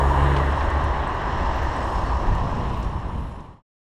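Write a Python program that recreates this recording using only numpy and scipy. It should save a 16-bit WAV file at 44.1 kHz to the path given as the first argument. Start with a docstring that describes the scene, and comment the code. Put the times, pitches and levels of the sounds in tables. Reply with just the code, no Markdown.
"""Bicycle crossing a city junction

Heard from a cased camera on the bike. A nearby engine drones at its firing rate and overtones, then drops away.
Tyres roar and hiss on the asphalt, wind buffets the case, loose parts rattle and ping over the bumps, and a
brake squeaks faintly. A van comes alongside, and over the last second the whole sound fades to silence."""
import sys
import numpy as np
from scipy import signal
from scipy.fft import rfft, irfft, next_fast_len
from scipy.io import wavfile
from scipy.ndimage import uniform_filter1d, map_coordinates

SR = 44100
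rng = np.random.default_rng(int(sys.argv[2]) if len(sys.argv) > 2 else 0)


def unload_wav(signal):
    """Save mono or channel-first audio to the path in sys.argv[1] as 16-bit WAV at rate SR, clipped to [-1, 1]."""
    wavfile.write(
        sys.argv[1],
        SR,
        np.round(np.clip(np.atleast_2d(signal).T, -1, 1) * 32767).astype(np.int16),
    )


N = 176400


def amp(db):
    """Decibels to gain."""
    return 10 ** (np.asarray(db) / 20)


def unit(x):
    """Scale to rms 1."""
    return x / np.sqrt(np.mean(x ** 2) + 1e-20)


def curves(rows):
    """One value per sample for each column after the time."""
    times_s, *columns = np.transpose(rows)
    return [np.interp(np.arange(N) / SR, times_s, column) for column in columns]


def wobble(rate_hz):
    """Smooth random curve, rate_hz knots a second."""
    knots = rng.standard_normal(int(N * rate_hz / SR) + 4)
    return map_coordinates(knots, [np.arange(N) * rate_hz / SR])


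def filtered(x, response):
    """Zero-phase filter with gain response(hz)."""
    size = next_fast_len(N + SR // 2)
    return irfft(rfft(x, size) * response(np.fft.rfftfreq(size, 1 / SR)), size)[:N]


def rush(spectrum, patchy_db):
    """Coloured noise of rms 1 with patches of random gain in time and frequency."""
    cells = signal.stft(rng.standard_normal(N), nperseg=512)[2]
    patches = uniform_filter1d(rng.standard_normal(cells.shape), size=6, axis=0)
    patches = uniform_filter1d(patches, size=12, axis=1)
    noise = signal.istft(cells * amp(patchy_db * unit(patches)), nperseg=512)[1][:N]
    knots_hz, db = np.transpose(spectrum)
    return unit(filtered(noise, lambda hz: amp(np.interp(np.log(hz + 1), np.log(knots_hz), db))))


def struck(start_s, t60_s, attack_s):
    """Contact envelope: fast rise, exponential decay."""
    age_s = np.maximum(np.arange(N) / SR - start_s, 0)
    return (1 - np.exp(-age_s / attack_s)) * amp(-60 * age_s / t60_s)


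def bursts(rows, width_oct, t60_s, attack_s):
    """Decaying noise bursts, each in a band around its own centre."""
    out = np.zeros(N)
    for start_s, db, centre_hz in rows:
        noise = rng.standard_normal(N)
        band = filtered(noise, lambda hz: np.exp(-.5 * (np.log2((hz + 1) / centre_hz) / width_oct) ** 2))
        out += amp(db) * unit(band) * struck(start_s, t60_s, attack_s)
    return out


def brake_squeak(start_s=2.04, length_s=.1, pitch_hz=4430, level_db=-53):
    """A brake sings briefly on one note."""
    t = np.arange(N) / SR
    progress = np.clip((t - start_s) / length_s, 0, 1)
    swell = np.sqrt(np.abs(np.sin(np.pi * progress)))
    return amp(level_db) * swell * np.sin(2 * np.pi * pitch_hz * t + .3 * wobble(95))


def tyre_hiss():
    """Gritty hiss of rubber on asphalt, with a higher fizz."""
    # Each row: time in seconds, hiss in dB, fizz in dB.
    levels = [(0, -55, -55.5), (.3, -56, -57), (.6, -54.5, -62), (1.03, -56.5, -68), (1.25, -55, -67),
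              (1.55, -52, -71), (1.9, -52.5, -60), (2.2, -54, -66.5), (2.55, -57, -67), (2.8, -58.5, -64.5),
              (3.05, -61, -73), (3.5, -59, -67)]
    # Each row: frequency in Hz, relative density in dB.
    hiss_spectrum = [(3000, -31.5), (4300, -0.5), (4800, -6), (5200, 1), (5700, -1.5), (6300, -7.5),
                     (7000, -9.5), (7800, -12), (10000, -28), (13000, -32.5), (15000, -54)]
    fizz_spectrum = [(5000, -24.5), (6300, -10.5), (6800, 3.5), (7400, -8.5), (8250, 1), (9100, -6.5),
                     (10000, -7.5), (11100, -15.5), (12200, -8), (13200, -25), (14500, -35.5)]
    hiss_db, fizz_db = curves(levels)
    grit = amp(.78 * wobble(150))
    hiss = amp(hiss_db) * rush(hiss_spectrum, patchy_db=1.2)
    fizz = amp(fizz_db) * rush(fizz_spectrum, patchy_db=1.2)
    return grit * (hiss + fizz)


def van():
    """An approaching van: a rasp and, once alongside, a thin hiss."""
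    # Each row: time in seconds, rasp in dB, hiss in dB.
    levels = [(0, -75, -95), (1.5, -49, -85), (2.1, -49.5, -108), (2.55, -50, -79), (2.67, -46.5, -78),
              (2.8, -47, -69), (3, -52, -69), (3.25, -48, -58.5), (3.6, -47.5, -64)]
    # Each row: frequency in Hz, relative density in dB.
    rasp_spectrum = [(1200, -15), (1900, 1.5), (2300, -1), (2900, 2), (3400, -4), (4100, -7), (4800, -20),
                     (5300, -10.5), (6300, -27.5), (12000, -48)]
    hiss_spectrum = [(3000, -44), (5000, -19.5), (7000, 1.5), (7700, -2.5), (8400, 1.5), (9300, -5),
                     (10300, 1.5), (11200, -6), (12500, -14.5), (14500, -45)]
    rasp_db, hiss_db = curves(levels)
    flicker = amp(1.1 * wobble(110))
    rasp = amp(rasp_db) * rush(rasp_spectrum, patchy_db=.7)
    hiss = amp(hiss_db) * rush(hiss_spectrum, patchy_db=4.1)
    return flicker * (rasp + hiss)


def loose_parts():
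    """Bumps make the bike rattle and small metal parts ping, with a few thin chirps."""
    # Each row: start in seconds, level in dB, pitch or band centre in Hz.
    ping_hits = [(1.0737, -43.5, 8050), (1.0981, -51, 8100), (1.7636, -39, 8100), (1.8274, -44, 7880),
                 (1.842, -45, 8050)]
    rattle_hits = [(.3636, -25, 2300), (.365, -38.5, 4500), (.384, -45, 4800), (.607, -32.5, 2700),
                   (.6144, -33, 1900), (.7008, -45, 6240), (.8385, -45.5, 6500), (1.1444, -53.5, 7500),
                   (1.9294, -54, 7500), (2.349, -48, 6500), (2.8265, -43, 5400), (2.845, -50, 6000),
                   (3.4044, -45, 5500)]
    chirp_hits = [(1.556, -56, 13300), (1.6253, -55, 13300), (1.627, -57, 11400), (2.3482, -63, 12800),
                  (2.7652, -57, 14250), (2.7942, -54.5, 14270)]
    t = np.arange(N) / SR
    pings = np.zeros(N)
    for start_s, db, hz in ping_hits:
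        ring = np.sin(2 * np.pi * hz * t + .6 * wobble(400))
        pings += amp(db) * struck(start_s, t60_s=.031, attack_s=.001037) * ring
    rattles = bursts(rattle_hits, width_oct=.45, t60_s=.04, attack_s=.0008)
    chirps = bursts(chirp_hits, width_oct=.05, t60_s=.078, attack_s=.004)
    return pings + rattles + chirps


def wind():
    """Air on the case: lumpy low buffeting, a faster flutter above it."""
    # Each row: time in seconds, buffet in dB, flutter in dB.
    levels = [(0, -26, -39.5), (.5, -28.5, -35), (.8, -23, -44.5), (1.2, -30, -34.5), (1.55, -23.5, -38),
              (1.85, -28, -35), (2.05, -21, -35), (2.22, -26, -35.5), (2.3, -18, -26), (2.36, -27.5, -31.5),
              (2.43, -20, -31), (2.53, -25.5, -33), (2.66, -22, -27), (2.9, -24, -32), (3.25, -23, -27),
              (3.6, -30, -31)]
    # Each row: frequency in Hz, relative density in dB.
    buffet_spectrum = [(10, -2.5), (22, 1), (40, 5.5), (62, 7), (95, 2.5), (125, -11), (250, -34),
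                       (600, -84)]
    flutter_spectrum = [(60, -13.5), (115, 3.5), (170, 0.5), (230, -5), (320, -12), (500, -16.5),
                        (1500, -79)]
    buffet_db, flutter_db = curves(levels)
    buffet = amp(buffet_db + .37 * wobble(11)) * rush(buffet_spectrum, patchy_db=.6)
    flutter = amp(flutter_db + 1.9 * wobble(25)) * rush(flutter_spectrum, patchy_db=-.27)
    return buffet + flutter


def traffic(firing_rad):
    """Tyre roar, tread noise and a singing band, pulsing slightly with the engine."""
    # Each row: time in seconds, level in dB.
    roar_levels = [(0, -23), (.14, -26.5), (.27, -24.5), (.45, -25.5), (.7, -27.5), (1.15, -28.5),
                   (1.55, -28), (1.8, -28.5), (2.1, -28), (2.4, -30.5), (2.7, -32), (2.95, -33),
                   (3.3, -32.5), (3.6, -31.5)]
    tread_levels = [(0, -36), (.2, -32), (.36, -32.5), (.52, -35.5), (.8, -35), (1.15, -36), (1.6, -37),
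                    (1.8, -39), (2.1, -40.5), (2.5, -43.5), (2.9, -45), (3.5, -45)]
    singing_levels = [(0, -30.5), (.08, -36.5), (.13, -22.5), (.2, -31.5), (.28, -36), (.6, -42),
                      (1.4, -37.5), (2.05, -34.5), (2.4, -38), (2.9, -39.5), (3.5, -38)]
    # Each row: frequency in Hz, relative density in dB.
    roar_spectrum = [(100, -26.5), (220, -6.5), (310, -1.5), (460, -6.5), (580, -2), (690, -3), (850, 0),
                     (1030, 1.5), (1180, -3), (1350, -13), (1700, -24.5), (3000, -68.5), (9000, -110)]
    tread_spectrum = [(700, -41), (1200, -2.5), (1400, -3.5), (1600, 0.5), (1850, 1), (2100, -8.5),
                      (2400, -14), (2850, -9), (3400, -16.5), (4100, -19.5), (4800, -36.5), (7000, -61),
                      (12000, -90)]
    singing_spectrum = [(300, -90), (650, -37), (800, -2.5), (900, 4), (1020, 7), (1120, -1.5),
                        (1300, -35.5), (3000, -120)]
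    roar = amp(curves(roar_levels)[0] + .4 * wobble(14)) * rush(roar_spectrum, patchy_db=.12)
    tread = amp(curves(tread_levels)[0] + .4 * wobble(12)) * rush(tread_spectrum, patchy_db=.97)
    singing = amp(curves(singing_levels)[0]) * rush(singing_spectrum, patchy_db=1.6)
    return (roar + singing + tread) * (1 + .034 * np.cos(firing_rad))


def engine():
    """Exhaust drone whose overtones grow with load; also returns the firing phase."""
    # Each row: time in seconds, firing rate in Hz.
    firing_rates = [(0, 68.3), (.2, 69.34), (.45, 69.53), (.7, 72.4), (.92, 72.97), (1.1, 68.85)]
    # Each row: time in seconds, fundamental level in dB, load as overtone gain in dB.
    effort = [(0, -22, -3), (.1, -21, -5), (.2, -20, -2.5), (.34, -22.5, 1), (.5, -24.5, -9),
              (.68, -32, -11), (.78, -21.5, -16), (.92, -27, -11.5), (1.02, -46.5, 14), (1.4, -58, -13)]
    # Each row: multiple of the firing rate, dB re the fundamental at 0 dB load.
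    overtones = [(2, -2), (3, -25), (4, -19), (5, -16.5), (6, -14.5), (7, -17.5), (8, -23.5)]
    firing_hz, = curves(firing_rates)
    level_db, load_db = curves(effort)
    firing_rad = 2 * np.pi * np.cumsum(firing_hz * (1 + .001 * wobble(25))) / SR
    upper = sum(amp(db + .27 * wobble(9.1)) * np.cos(round(k) * firing_rad) for k, db in overtones)
    exhaust = np.cos(firing_rad) + amp(load_db) * upper
    return -np.sqrt(2) * amp(level_db + .4 * wobble(11)) * exhaust, firing_rad


def scene():
    """All sources at one microphone."""
    drone, firing_rad = engine()
    return (drone + traffic(firing_rad) + tyre_hiss() + van() + wind() + loose_parts() + brake_squeak())[None]


def record(dry):
    """Linear fade to silence, then a brick-wall low-pass."""
    fade_start_s, fade_end_s, cutoff_hz = 2.675, 3.623, 15250
    fade = np.clip((fade_end_s - np.arange(N) / SR) / (fade_end_s - fade_start_s), 0, 1)
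    return filtered(dry[0] * fade, lambda hz: hz < cutoff_hz)[None]


dry = scene()
out = record(dry)
unload_wav(out)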